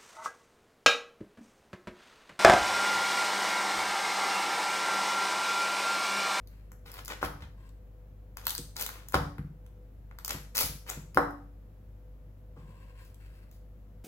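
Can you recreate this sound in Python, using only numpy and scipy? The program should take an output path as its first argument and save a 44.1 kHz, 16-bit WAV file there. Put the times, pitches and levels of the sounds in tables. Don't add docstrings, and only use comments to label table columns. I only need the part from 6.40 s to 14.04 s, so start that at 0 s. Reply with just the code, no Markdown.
import sys
import numpy as np
from scipy import signal
from scipy.fft import rfft, irfft, next_fast_len
from scipy.io import wavfile
from scipy.ndimage import uniform_filter1d

SR = 44100
rng = np.random.default_rng(int(sys.argv[2]) if len(sys.argv) > 2 else 0)


def master_out(mix):
    frames = np.transpose(np.atleast_2d(mix))
    ceiling = np.clip(frames, -1, 1)
    pcm = np.round(ceiling * 32767).astype(np.int16)
    wavfile.write(sys.argv[1], SR, pcm)


N = 336924
TIME = np.arange(N) / SR

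# (frequency [Hz], relative density [dB per Hz])
FLAKE_SPECTRUM = [(200, -36), (1200, -9), (3000, -3.5), (4500, 0), (6800, -0.5), (9000, -5), (12000, 5),
                  (16000, -1.5)]


def amp(db):
    return 10 ** (np.asarray(db) / 20)


def unit(x):
    return x / np.sqrt(np.mean(x ** 2) + 1e-20)


def read(points, hz):
    f, value = np.transpose(points)
    return np.interp(np.log(hz + 1), np.log(f + 1), value)


def add(mix, start_s, sound):
    part = mix[max(round(start_s * SR), 0):][:len(sound)]
    part += sound[:len(part)]


def pulse(spectrum, size=2048):
    hz = abs(np.fft.fftfreq(size, 1 / SR))
    log_gain = np.log(amp(read(spectrum, hz)))
    response_hz = np.exp(np.conj(signal.hilbert(log_gain)))
    wave = np.fft.ifft(response_hz).real[:size // 2]
    return wave / np.linalg.norm(wave)


def colour(x, spectrum):
    return signal.oaconvolve(x, pulse(spectrum))[:len(x)]


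def burst(fade_s, spectrum):
    t = np.arange(1024) / SR
    noise = rng.standard_normal(len(t))
    wave = colour(noise * t * np.exp(-t / fade_s), spectrum)
    return wave / np.linalg.norm(wave)


def drift(hz):
    size = next_fast_len(N, True)
    lowpass = np.exp(-(np.fft.rfftfreq(size, 1 / SR) / hz) ** 2)
    slow = irfft(rfft(rng.standard_normal(size)) * lowpass, size)
    return unit(slow[:N])


def ring(modes):
    t = np.arange(SR // 2) / SR
    out = np.zeros(len(t))
    for k, (hz, db, t60) in enumerate(modes):
        decay = amp(db - t * 60 / max(t60, .01))
        out += (-1) ** k * decay * np.sin(2 * np.pi * hz * t)
    return out


def diffuse(pair):
    # (frequency [Hz], coherence [0-1])
    likeness = [(50, 0.87), (140, 0.98), (330, 0.58), (700, 0.35), (1400, .2), (4000, 0.051), (16000, 0.08)]
    a, b = rfft(pair)
    same = np.clip(read(likeness, np.fft.rfftfreq(pair.shape[1], 1 / SR)), 0, 1)
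    return irfft([a, same * a + np.sqrt(1 - same ** 2) * b], pair.shape[1])


def grains(per_s, spread_db):
    level_db = spread_db * np.minimum(rng.exponential(1, N), 4)
    sizes = amp(level_db) * rng.choice([-1, 1], N)
    train = sizes * (rng.random(N) < per_s / SR)
    power = abs(uniform_filter1d(train ** 2, size=900))
    return train / np.sqrt(power + 1e-4)


def drone(waver_hz):
    # (frequency [Hz], relative rms level [dB], unsteadiness [0-1])
    partials = [(49.7, -49.5, 0.2), (100.1, -58.5, 0.11), (126.7, -75, 0.9), (497, -70.5, 0.8)]
    out = np.zeros(N)
    for hz, db, rough in partials:
        steady = np.sqrt(max(1 - rough ** 2, 0))
        waver = rough * (drift(waver_hz) + 1j * drift(waver_hz)) / np.sqrt(2)
        out += amp(db) * np.sqrt(2) * ((steady + waver) * np.exp(2j * np.pi * hz * TIME)).real
    return out


def background(air_db=-57.5, hum_db=0, waver_hz=9):
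    # (frequency [Hz], relative density [dB per Hz])
    air_spectrum = [(20, -25.5), (60, 2), (110, -1), (180, -5), (260, -10.5), (400, -15.5), (620, -16),
                    (800, -23), (2000, -32.5), (4800, -42.5), (7500, -43), (8800, -49), (12000, -38),
                    (15500, -40)]
    noises = rng.standard_normal((2, N))
    air = diffuse(np.array([colour(noise, air_spectrum) for noise in noises]))
    hum = drone(waver_hz)
    balance = amp([[.6], [-.6]])
    return (amp(air_db) * unit(air) + amp(hum_db) * hum) * balance


def slides(rub_db=-5, blade_db=-2, per_s=2500, spread_db=3, judder_db=3.0, judder_hz=25):
    # (start [s], length [s], relative rub level at end [dB], relative ring level [dB])
    slide_events = [(0.073, .11, -67, -90), (1.166, 0.092, -75, -70.5), (6.151, .47, -62.5, -68.5),
                    (6.79, 0.18, -62.5, -87)]
    # (frequency [Hz], width [Hz], relative level [dB])
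    blade_modes = [(520, 39, 5), (1037, 91, 8), (1576, 78, 0.5), (1850, 130, -15), (2570, 98, -16),
                   (6000, 400, -34), (7400, 520, -17.5)]
    # (frequency [Hz], relative density [dB per Hz])
    rub_spectrum = [(200, -21), (600, -15), (1500, 9), (2600, 5), (3500, -6.5), (4500, 0), (6000, -14.5),
                    (7800, -8), (10000, -7), (16000, -11)]
    attack_s, release_s = .015, .064
    swell_db_per_s = 50

    rubbing, ringing, t = np.zeros(N), np.zeros(N), TIME[:SR]
    for start, length, end_db, ring_db in slide_events:
        contact = np.minimum(t / attack_s, 1) * np.exp(-np.maximum(t - length, 0) / release_s)
        swell = amp(end_db - swell_db_per_s * np.maximum(length - t, 0))
        add(rubbing, start, contact * swell)
        add(ringing, start, contact * amp(ring_db))

    catches = grains(per_s, spread_db)
    hz = np.fft.rfftfreq(N, 1 / SR)
    steel = sum(amp(db) / (1 + 1j * (hz ** 2 - f ** 2) / (width * hz + 1)) for f, width, db in blade_modes)
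    hiss = amp(rub_db) * colour(catches, rub_spectrum) * rubbing
    sing = amp(blade_db) * unit(irfft(rfft(catches) * steel, N)) * ringing
    return (hiss + sing) * amp(judder_db * drift(judder_hz))


def snaps(crack_db=0, jolt_db=1, fade_s=.00026, vary_db=2.6):
    # (time [s], relative crack energy [dB], relative jolt energy [dB])
    snap_events = [(0.0734, -29, -53.5), (0.3183, -28, -30), (0.5172, -19.5, -46), (0.5404, -18, -28),
                   (0.649, -18.5, -47), (0.6578, -20, -47), (0.6802, -11.5, -23), (0.8609, -19, -30),
                   (1.2917, -38, -46), (1.9708, -15.5, -20), (2.054, -18.5, -47.5), (2.0685, 2.5, -8),
                   (2.0806, -11, -22), (2.095, -5.5, -34.5), (2.1057, -6.5, -22), (2.1508, -7, -20),
                   (2.1799, -8.5, -35.5), (2.366, -12, -27), (2.3978, -9.5, -28.5), (2.411, -4.5, -34.5),
                   (2.4241, -6, -35.5), (2.4504, -17, -42), (2.4637, -6.5, -25), (2.4911, -17.5, -16.5),
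                   (2.6858, -15.5, -33.5), (2.723, -20, -28.5), (2.9828, -32.5, -21), (3.2639, -35.5, -42),
                   (3.7124, -50, -27.5), (3.787, -21, -21.5), (3.8478, -8, -25), (3.86, -18, -30),
                   (3.8797, -5.5, -30), (3.8937, -12.5, -26.5), (3.9072, -5, -15.5), (3.931, -13.5, -38),
                   (4.049, -35, -36.5), (4.1526, -10.5, -32), (4.16, -6.5, -22.5), (4.1795, 3, -18),
                   (4.1884, -1.5, -14), (4.206, -3, -19), (4.2299, -13.5, -31), (4.2588, -8.5, -27),
                   (4.3597, -29, -47), (4.4946, -13, -28), (4.4997, -7, -16.5), (4.7462, -20, -30),
                   (4.9076, -34, -49), (6.7445, -33, -60), (7.1139, -34.5, -51)]
    # (frequency [Hz], relative density [dB per Hz])
    jolt_spectrum = [(80, -22), (400, -14.5), (900, 4), (1400, 7.5), (2100, 1), (3500, -13.5), (7000, -24),
                     (16000, -40.5)]
    out = np.zeros(N)
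    for s, crack, jolt in snap_events:
        own = [(hz, db + vary_db * rng.standard_normal()) for hz, db in FLAKE_SPECTRUM]
        add(out, s, amp(crack + crack_db) * burst(fade_s, own))
        add(out, s, amp(jolt + jolt_db) * pulse(jolt_spectrum))
    return out


def pressure():
    # (start [s], time until it gives [s], release [s], relative crust level [dB],
    # relative inside level [dB])
    crush_events = [(0.45, 0.015, 0.093, -56, -51), (0.53, 0.058, 0.033, -53, -47.5),
                    (0.676, 0.042, 0.034, -52.5, -36.5), (0.81, 0.04, 0.019, -44, -36),
                    (1.002, 0.02, 0.035, -66, -50), (1.963, 0.0093, 0.14, -63, -52.5),
                    (2.039, 0.057, 0.087, -49, -52.5), (2.355, 0.061, 0.046, -36, -41.5),
                    (2.49, 0.041, 0.18, -65, -53), (2.729, 0.021, 0.018, -38, -30),
                    (3.787, .012, 0.079, -71.5, -61.5), (3.876, 0.036, 0.08, -53.5, -41),
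                    (4.146, 0.067, 0.056, -25.5, -35.5), (4.461, 0.035, 0.081, -46.5, -41.5),
                    (4.742, 0.019, .02, -50, -52), (6.16, 0.016, 0.11, -88, -67),
                    (6.6, 0.062, .06, -63, -71), (6.86, 0.097, .08, -72, -72), (7.11, .02, .06, -63.5, -78)]
    build_db, release_db = -12, -17
    bite_s = .007
    crust, inside, t = np.zeros(N), np.zeros(N), TIME[:SR // 2]
    for start, build, release, crust_db, inside_db in crush_events:
        loading_db = build_db * np.maximum(1 - t / build, 0)
        unloading_db = release_db * np.maximum(t - build, 0) / release
        push = np.minimum(t / bite_s, 1) * amp(loading_db + unloading_db)
        add(crust, start, amp(crust_db) * push)
        add(inside, start, amp(inside_db) * push)
    return crust, inside


def crunch(crust_db=0, inside_db=1, flakes_db=-5, crust_per_s=1500, inside_per_s=1200, flakes_per_s=120,
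           spread_db=4, clump_db=2.0):
    # (frequency [Hz], relative density [dB per Hz])
    crust_spectrum = [(200, -37), (1000, -19.5), (2500, -4.5), (4000, -2), (5200, -0.5), (6800, -6),
                      (8800, -6.5), (11000, 2.5), (13000, -3.5), (15800, -1)]
    inside_spectrum = [(80, -16.5), (250, -5), (480, -4), (680, -4), (950, -2.5), (1400, -1.5), (2200, -6),
                       (3500, -8.5), (7000, -20), (16000, -40)]
    on_crust, on_inside = pressure()
    clumps = unit(amp(clump_db * np.clip(drift(98), -2, 1.5)))
    crust = amp(crust_db) * colour(grains(crust_per_s, spread_db), crust_spectrum)
    flakes = amp(flakes_db) * colour(grains(flakes_per_s, spread_db), FLAKE_SPECTRUM)
    inside = amp(inside_db) * colour(grains(inside_per_s, spread_db), inside_spectrum)
    return clumps * ((crust + flakes) * on_crust + inside * on_inside)


def knocks(tick_s=0.0008):
    # (time [s], relative blow level [dB], tick relative to blow [dB], ring relative to blow [dB])
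    knock_events = [(0.8286, -1.5, -24.5, -11), (2.743, 4.5, -14, -7), (4.773, 9, -24, -6.5),
                    (6.165, -44.5, -21, 12.5)]
    # (frequency [Hz], relative level [dB], t60 [s])
    board_modes = [(287.7, -9, 0.75), (384, -3, 0.083), (480, 0.5, 0.23), (574.2, -2, 0.22),
                   (720, -1.5, 0.38), (788, -1, 0.34), (854, -0.5, .2), (921, -6, .16), (1003, -1, 0.053),
                   (1085, -1, .18), (1160, 10, 0.11), (1260, 0, 0.14), (1300, -3, .16), (1400, -4, .12),
                   (1644, -5, 0.036), (1890, -13, 0.09)]
    # (frequency [Hz], relative density [dB per Hz])
    blow_spectrum = [(60, -25), (250, -7.5), (480, -7.5), (680, -7), (950, -4), (1300, -1.5), (1650, -8.5),
                     (1950, -14), (2300, -30.5), (3000, -34.5), (5000, -51.5), (16000, -71)]
    # (frequency [Hz], relative density [dB per Hz])
    steel = [(200, -29), (2500, -8.5), (3800, 0.5), (5000, 3.5), (8000, -6.5), (12000, -0.5), (16000, -3.5)]
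    out, wood = np.zeros(N), ring(board_modes)
    for s, db, tick, ringing in knock_events:
        add(out, s, -amp(db) * pulse(blow_spectrum))
        add(out, s, amp(db + ringing) * wood / np.linalg.norm(wood))
        add(out, s, amp(db + tick) * burst(tick_s, steel))
    return out


def thuds(thud_db=-3, rise_s=.005, count=3):
    # (time [s], relative level [dB], relative deep part [dB], relative woody part [dB],
    # change per rebound [dB])
    thud_events = [(0.83, -37, 0, -5, -4), (1.017, -44, 8, -20, -9), (2.184, -38, -7.5, 8, -13.5),
                   (2.744, -25.5, 1, -0.5, -4), (2.982, -28, -6.5, -6.5, -7),
                   (3.939, -35.5, -5.5, 4.5, -12), (4.23, -37, 0, 0.5, -3),
                   (4.564, -34.5, -11.5, -0.5, -15.5), (4.754, -31.5, -5, -1.5, -9),
                   (6.165, -43.5, -15, 1.5, -2)]
    # (frequency [Hz], relative level [dB], t60 [s])
    counter_modes = [(65.3, 1, .33), (97, -1.5, 0.3), (144, -0.5, 0.24), (163.4, -8.5, 0.47),
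                     (202.5, -5.5, 0.21), (251, -10, 0.12), (278, -6.5, 0.13), (352, -8.5, .12),
                     (476, -10, 0.14)]
    rock_s, dulling_db = .056, -1.5
    out = np.zeros(N)
    for s, db, deep, woody, rebound_db in thud_events:
        for k in range(count):
            push = [(90, deep), (130, 0), (210, 0), (300, woody + k * dulling_db)]  # (Hz, dB)
            boom = ring([(hz, d + read(push, hz), t60) for hz, d, t60 in counter_modes])
            rise = 1 - np.exp(-TIME[:len(boom)] / rise_s)
            add(out, s + k * rock_s, amp(db + thud_db + k * rebound_db) * boom * rise)
    return out


def response(tail_db, scatter_db, left_db, lead_s, build_s=.004, scatter_s=.0011):
    # (frequency [Hz], t60 [s])
    decay_times = [(100, .45), (400, .45), (1200, .39), (3000, .39), (6000, .44), (11000, .39),
                   (16000, .31)]
    # (nominal delay [s], level relative to the unscaled direct sound [dB])
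    echo_paths = [(.0019, -6.5), (.0039, -10), (.0098, -9.5), (.0122, -10.5), (.0185, -16)]
    # (frequency [Hz], relative density [dB per Hz])
    scatter_spectrum = [(200, -27.5), (1200, -6), (3000, -1), (11000, 1.5), (16000, -9), (20000, -22)]
    t = np.arange(SR * 3 // 4) / SR

    hz, when, bands = signal.stft(diffuse(rng.standard_normal((2, len(t)))), SR, nperseg=256)
    decay = amp(-60 * when / read(decay_times, hz)[:, None])
    tail = signal.istft(bands * decay, SR, nperseg=256)[1][:, :len(t)]
    tail = tail * (1 - np.exp(-t / build_s))

    envelope = t * np.exp(-t / scatter_s)
    noises = rng.standard_normal((2, len(t)))
    scatter = np.array([colour(noise * envelope, scatter_spectrum) for noise in noises])

    path = np.zeros((2, len(t)))
    for db, part in [(tail_db, tail), (scatter_db, scatter)]:
        path += amp(db) * part / np.linalg.norm(part, axis=1, keepdims=True)
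    path = path * amp([[left_db / 2], [-left_db / 2]])
    add(path[0], 0, amp([left_db]))
    add(path[1], lead_s, amp([-left_db]))
    for k, (delay, db) in enumerate(echo_paths):
        delay = delay * rng.uniform(.9, 1.1)
        add(path[k % 2], delay, amp([db]))
        add(path[1 - k % 2], delay + .0003, amp([db]))
    return path


def kitchen(x, path):
    return signal.fftconvolve(x[None], path, axes=1)[:, :N]


def spots(x, count, per_s=55):
    place = np.cumsum(per_s * (1 + .5 * drift(20))) / SR
    away = [abs((place - k) % count - count / 2) for k in range(count)]
    return [x * np.cos(np.pi / 2 * np.minimum(d, 1)) for d in away]


def scene(pastry_db=-5.0):
    rubbing = kitchen(slides(), response(tail_db=-4.0, scatter_db=-30, left_db=3.0, lead_s=.00013))
    cutting = amp(pastry_db) * (snaps() + crunch())
    pastry = np.zeros((2, N))
    for x in spots(cutting, count=6):
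        pastry += kitchen(x, response(tail_db=-1, scatter_db=-7, left_db=2, lead_s=.00013))
    wood = kitchen(knocks(), response(tail_db=-2, scatter_db=-9, left_db=1.2, lead_s=.00011))
    rocking = thuds() * amp([[.4], [-.4]])
    return background() + rubbing + pastry + wood + rocking


def record(dry, edge_hz=16050):
    lowpass = signal.firwin(401, edge_hz, window=("kaiser", 8), fs=SR)
    return signal.oaconvolve(dry, lowpass[None], "same")


dry = scene()
out = record(dry)
master_out(out)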